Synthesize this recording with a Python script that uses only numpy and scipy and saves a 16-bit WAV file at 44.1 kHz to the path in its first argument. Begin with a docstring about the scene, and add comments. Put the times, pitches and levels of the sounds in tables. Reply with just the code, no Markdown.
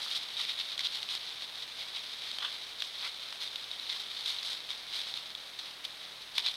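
"""Peccaries in dry leaves

A herd of peccaries (pig-like animals) walks, roots and snorts in a softly hissing forest. Each step
crushes leaves into a burst of tiny cracks, twigs snap, and the rest of the herd rustles further off.
It is heard through a trail camera: its housing rings near 3.7 kHz, its electronics buzz and whine."""
import sys
import numpy as np
from scipy import signal
from scipy.fft import rfft, irfft, next_fast_len
from scipy.io import wavfile

SR = 44100
rng = np.random.default_rng(int(sys.argv[2]) if len(sys.argv) > 2 else 0)


def wav_record(signal):
    """Record a signal, one row per channel, as 16-bit PCM in the file named by sys.argv[1]."""
    frames = np.transpose(np.atleast_2d(signal))
    bounded = np.clip(frames, -1, 1)
    # unit amplitude maps onto the largest positive 16-bit level
    quanta = np.round(bounded * 32767).astype(np.int16)
    wavfile.write(sys.argv[1], SR, quanta)


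N = 289296

# the camera's buzz at odd multiples of its rate: (frequency [Hz], level [dB])
BUZZ_SPECTRUM = [(42, -79.5), (130, -79.5), (300, -79.5), (600, -76.5), (900, -77.5), (1500, -80)]
# steady hum and whine of the electronics: (frequency [Hz], level [dB])
STEADY_TONES = [(79, -86), (131, -84), (168, -86), (9420, -80), (9462, -76.5), (9504, -81)]
# the forest's hiss: (frequency [Hz], relative level [dB])
HISS_SPECTRUM = [(30, -18), (100, -10.5), (250, -8), (600, -2.5), (1200, -1.5), (2200, 0), (3700, 1),
                 (6000, -9.5), (8500, -14.5), (13000, -17.5), (15600, -23)]
# breaking leaves, heard through the housing: (frequency [Hz], relative level [dB])
LEAF_SPECTRUM = [(150, -43), (450, -26), (850, -19), (1250, -17.5), (1700, -17.5), (2200, -11), (2700, -13),
                 (3150, -4.5), (3730, 0.5), (4450, -6), (6400, -22), (8300, -26), (13000, -33.5),
                 (15600, -54)]
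# rustle of the whole herd: (time [s], relative level [dB])
HERD_LEVELS = [(0.0, -39.5), (0.16, -40.5), (0.93, -40), (1.62, -43.5), (2.34, -41.5), (2.78, -45),
               (4.46, -40), (4.68, -45.5), (5.01, -42), (5.41, -46.5), (6.32, -48), (6.56, -39.5)]
# snorts and soft grunts: (middle time [s], half length [s], throat pitch [Hz], throat level [dB],
# snout pitch [Hz], snout level [dB])
SNORT_PUFFS = [(0.01, 0.006, 1180, -48, 3320, -56), (0.068, 0.0065, 1290, -45, 3300, -55),
               (0.402, .010, 1190, -45.5, 3580, -38), (2.449, 0.027, 1400, -43, 3320, -35),
               (3.054, 0.02, 1350, -43, 2050, -44), (6.404, 0.0061, 920, -54, 3320, -45),
               (6.479, 0.032, 1130, -55.5, 3520, -39.5)]
# the loudest snapping twigs: (time [s], level [dB], ring pitch [Hz])
LOUD_TWIGS = [(0.3681, -34, 3700), (0.4511, -32.5, 3400), (0.5895, -32, 3700), (0.7782, -30, 4050),
              (0.7925, -28.5, 4150), (0.8694, -28, 4100), (1.0295, -30.5, 4100), (1.1517, -32, 3650),
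              (2.3144, -33, 3850), (2.3852, -31, 3150), (2.8038, -33, 3750), (2.8218, -27.5, 3300),
              (3.3264, -36.5, 3050), (3.5579, -30, 3650), (3.714, -32.5, 3700), (3.7974, -33, 3850),
              (3.8987, -29, 3500), (4.3858, -32, 4100), (4.43, -33, 3770), (4.6045, -38.5, 3750),
              (4.7043, -33.5, 3650), (5.1393, -31.5, 3850), (5.1744, -33, 3800), (5.3507, -32.5, 3420),
              (5.8508, -30.5, 3700), (6.3809, -21.5, 3650), (6.3939, -31, 3470), (6.3998, -32, 3670),
              (6.4635, -27, 3920), (6.485, -28, 3980)]
# the nearest steps and shoves: (middle time [s], relative level [dB], half length [s], extra treble [dB])
NEAR_STEPS = [(0.042, -43.5, 0.026, 7), (0.12, -39, 0.028, 3), (0.166, -32, 0.011, 2),
              (0.412, -33, 0.026, -2), (0.499, -34, 0.023, -4), (0.605, -33, 0.016, -7),
              (0.721, -39, 0.021, -4.5), (0.807, -33, 0.0077, -4), (0.855, -30.5, 0.013, -5),
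              (0.95, -36, 0.022, 0.5), (1.116, -37, 0.017, 0), (1.152, -36, 0.02, 0.5),
              (1.29, -42, 0.035, -6), (1.43, -41, 0.026, -4), (1.627, -41, 0.013, -2),
              (1.804, -39.5, 0.025, -2.5), (1.972, -37.5, 0.027, -4), (2.276, -44, 0.05, -2),
              (2.53, -43, 0.045, -2), (2.84, -43.5, 0.037, 2), (3.045, -39.5, 0.05, -1),
              (3.43, -38.5, 0.017, 2.5), (3.91, -37.5, 0.031, -3), (4.008, -41.5, 0.01, 3),
              (4.289, -33, 0.029, 2), (4.455, -45, 0.012, 11), (4.51, -40, 0.035, 3),
              (4.708, -37, 0.013, -2), (4.976, -35, 0.043, -1.5), (5.086, -39.5, 0.02, 0),
              (5.174, -41, 0.016, 0), (5.596, -37.5, 0.008, 1), (5.66, -44.5, 0.023, -5),
              (5.85, -37.5, 0.0074, 2), (6.056, -46.5, 0.049, -3), (6.383, -35, 0.022, 0),
              (6.469, -29.5, 0.016, -7), (6.513, -40, 0.0064, 2.5)]
AVERAGE_TWIG_HZ = 3700


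def from_db(db):
    """Turn decibels into a factor to multiply by."""
    return 10 ** (np.asarray(db) / 20)


def rms_one(x):
    """Scale a sound so that its average power is 1."""
    return x / np.sqrt(np.mean(x ** 2) + 1e-20)


def at_hz(spectrum, hz):
    """Look up a level between a spectrum's points, with octaves evenly spaced."""
    known_hz, level_db = np.transpose(spectrum)
    return np.interp(np.log(np.maximum(hz, 1)), np.log(known_hz), level_db)


def drift(per_s):
    """A smooth random wander, typically of size 1."""
    points = rng.standard_normal(int(N / SR * per_s) + 2)
    return rms_one(np.interp(np.arange(N) / SR * per_s, np.arange(len(points)), points))


def hump(middle_s, half_s):
    """A bell-shaped rise and fall of power."""
    return np.exp(-np.minimum(((np.arange(N) / SR - middle_s) / half_s) ** 2, 60))


def coloured(x, spectrum):
    """Give a sound the tone colour of a spectrum; white noise keeps its power."""
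    size = 2 * next_fast_len(N // 2 + SR // 10)
    gains = rms_one(from_db(at_hz(spectrum, np.fft.rfftfreq(size, 1 / SR))))
    # minimum phase: the filter rings after a click, never before it
    cepstrum = irfft(np.log(gains))
    cepstrum[1:size // 2] *= 2
    cepstrum[size // 2 + 1:] = 0
    return irfft(rfft(x, size) * np.exp(rfft(cepstrum)))[:N]


def below(x, edge_hz):
    """Keep the part of a sound that is lower than edge_hz."""
    return signal.sosfiltfilt(signal.butter(2, edge_hz, fs=SR, output="sos"), x)


def resonance(x, hz, q):
    """Let a sound ring at one pitch; a higher q rings longer."""
    return signal.lfilter(*signal.iirpeak(min(hz, .45 * SR), max(q, 1), fs=SR), x + 1e-18)


def electronics(buzz_hz=42.05, even_db=-6.5):
    """The camera buzzes, weaker on even multiples of its rate; close high tones make a throbbing whine."""
    t = np.arange(N) / SR
    buzz = [(k * buzz_hz, at_hz(BUZZ_SPECTRUM, k * buzz_hz) + even_db * (k % 2 == 0))
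            for k in range(1, 34)]
    return sum(np.sqrt(2) * from_db(db) * np.sin(2 * np.pi * (hz * t + rng.random()))
               for hz, db in buzz + list(STEADY_TONES))


def forest_hiss(level_db=-51.5):
    """The forest gives a soft, steady hiss."""
    return from_db(level_db) * coloured(rng.standard_normal(N), HISS_SPECTRUM)


def tree_echoes(x, fade_s=0.29, echo_db=-15.5):
    """Trunks and leaves scatter the sound, adding a thin, short tail of echoes."""
    t = np.arange(SR // 2) / SR
    echoes = rng.standard_normal(len(t)) * (rng.random(len(t)) < .05)
    echoes *= from_db(-60 * t / fade_s) * (t > .003)
    echoes /= np.sqrt(np.sum(echoes ** 2))
    return x + from_db(echo_db) * signal.fftconvolve(x, echoes)[:N]


def leaf_crackle(per_s, spread_db, clump_db, leaf_q):
    """Tiny cracks of uneven size come in clumps; each rings briefly at the pitch of its own leaf."""
    breaks = rng.random(N) < per_s / SR * from_db(clump_db * drift(220))
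    sizes = from_db(spread_db * np.minimum(rng.exponential(1, N), 3.5))
    cracks = breaks * sizes * rng.choice([-1, 1], N)
    pitches_hz = np.geomspace(900, 13000, 20)
    leaf = rng.integers(0, len(pitches_hz), N)
    rings = sum(resonance(cracks * (leaf == k), hz, leaf_q) for k, hz in enumerate(pitches_hz))
    return rms_one(coloured(cracks + 1.45 * rings, LEAF_SPECTRUM))


def herd_db(time_s):
    """How loudly the whole herd rustles at these times."""
    return np.interp(time_s, *np.transpose(HERD_LEVELS))


def distant_herd(gain_db=-1.5, wander_db=1.18):
    """Many hooves further off blend into a fine, even crackle."""
    level_db = herd_db(np.arange(N) / SR) + gain_db + wander_db * drift(per_s=26)
    return from_db(level_db) * leaf_crackle(per_s=3800, spread_db=1.5, clump_db=3.0, leaf_q=6.0)


def snorts(throat_q=1.3, snout_q=3.7, flutter_db=3.5):
    """A peccary blows short, fluttering puffs of air that ring in its throat and snout."""
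    out = np.zeros(N)
    flutter = from_db(flutter_db * drift(per_s=160))
    for time_s, half_s, throat_hz, throat_db, snout_hz, snout_db in SNORT_PUFFS:
        air = rng.standard_normal(N) * flutter
        for hz, level_db, q in (throat_hz, throat_db, throat_q), (snout_hz, snout_db, snout_q):
            breath = rms_one(resonance(resonance(air, hz, q), hz, q))
            out += from_db(level_db) * breath * np.sqrt(hump(time_s, half_s))
    return out


def leaf_ticks(per_s=260, spread_db=9.0, gain_db=-29.0):
    """Brittle leaf edges under the nearest hooves give bright ticks, louder under a harder tread."""
    tread_power = sum(from_db(level_db + crisp_db) ** 2 * hump(time_s, half_s)
                      for time_s, level_db, half_s, crisp_db in NEAR_STEPS)
    breaks = rng.random(N) < per_s / SR
    sizes = from_db(spread_db * np.minimum(rng.exponential(1, N), 2.5)) * rng.choice([-1, 1], N)
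    ticks = rms_one(resonance(breaks * sizes, hz=9000, q=1.0))
    return from_db(gain_db) * np.sqrt(tread_power) * ticks


def small_twigs(count=100, per_s=4.4, gain_db=4.0, spread_db=1.0, spread_octaves=0.07):
    """Twigs give way at random, louder when the herd is busy: (time [s], level [dB], ring pitch [Hz])."""
    times_s = np.cumsum(rng.uniform(.2, 1.8, count)) / per_s
    strength, pitch = rng.standard_normal((count, 2)).T
    levels_db = herd_db(times_s) + gain_db + spread_db * strength
    pitches_hz = AVERAGE_TWIG_HZ * 2 ** (spread_octaves * pitch)
    return np.transpose([times_s, levels_db, pitches_hz])


def twig_snaps(thin_split_s=.00055, knock_db_per_octave=46, crisp_db_per_octave=21):
    """A twig breaks fibre by fibre and rings; a thicker one rings lower, with more knock and splinter."""
    out = np.zeros(N)
    t = np.arange(SR // 50) / SR
    leaf_ring = coloured(signal.unit_impulse(N), LEAF_SPECTRUM)[:len(t)]
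    for time_s, level_db, hz in [*LOUD_TWIGS, *small_twigs()]:
        fibres = rng.standard_normal(len(t))
        if time_s >= N / SR:
            continue
        split_s = thin_split_s * from_db(.45 * (level_db + 35))   # louder snaps take longer
        crack = fibres * (t / split_s) * np.exp(-t / split_s)
        ring = 1.42 * resonance(crack, hz, q=13.0)
        snap = signal.fftconvolve(crack + ring, leaf_ring)[:len(t)]
        snap -= below(snap, edge_hz=750)   # a thin twig gives off no bass
        knock = below(snap, edge_hz=2000)
        crisp = snap - below(snap, edge_hz=5200)
        octaves_lower = np.log2(AVERAGE_TWIG_HZ / hz)
        knock_gain = from_db(1.5 + knock_db_per_octave * octaves_lower)
        crisp_gain = from_db(-0.5 + crisp_db_per_octave * octaves_lower)
        snap += (knock_gain - 1) * knock + (crisp_gain - 1) * crisp
        snap /= np.sqrt(np.sum(snap ** 2) / (.0035 * SR))   # as much energy as 3.5 ms at power 1
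        start = int((time_s - split_s / 2) * SR)
        out[start:start + len(t)] += from_db(level_db) * snap[:N - start]
    return out


def hoof_steps(dull_hz=2100, crisp_hz=4900, light_step_db=-39, gain_db=0.5):
    """Leaves crackle as weight comes on and off; packed ones crunch low, dry ones on top crisply."""
    power = np.zeros((3, N))   # dull, middle and crisp parts
    for time_s, level_db, half_s, crisp_db in NEAR_STEPS:
        # the harder the tread, the less of it is dull crunch
        dull_db = -0.87 * max(level_db - light_step_db, 0)
        gains = from_db([[level_db + dull_db], [level_db], [level_db + crisp_db]])
        power += gains ** 2 * hump(time_s, half_s)
    leaves = leaf_crackle(per_s=5500, spread_db=4.0, clump_db=4.0, leaf_q=5.2)
    dull = below(leaves, dull_hz)
    crisp = leaves - below(leaves, crisp_hz)
    middle = leaves - dull - crisp
    return from_db(gain_db) * np.sum(np.sqrt(power) * [dull, middle, crisp], axis=0)


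def scene():
    """The herd among the trees, over the forest's hiss, in one channel."""
    hiss = forest_hiss()
    animals = hoof_steps() + twig_snaps() + leaf_ticks() + distant_herd() + snorts()
    return (hiss + tree_echoes(animals))[None]


def record(dry, notch_hz=7250, width_hz=520, octave_width_hz=1000, cutoff_hz=15850):
    """The microphone's duct cancels one pitch and dims its octave; buzz leaks in, top treble is cut."""
    x = dry - resonance(dry, notch_hz, q=notch_hz / width_hz)
    x = x - 0.47 * resonance(x, 2 * notch_hz, q=2 * notch_hz / octave_width_hz)
    treble_cut = signal.ellip(12, .1, 70, cutoff_hz, fs=SR, output="sos")
    return signal.sosfilt(treble_cut, x + electronics())


dry = scene()
out = record(dry)
wav_record(out)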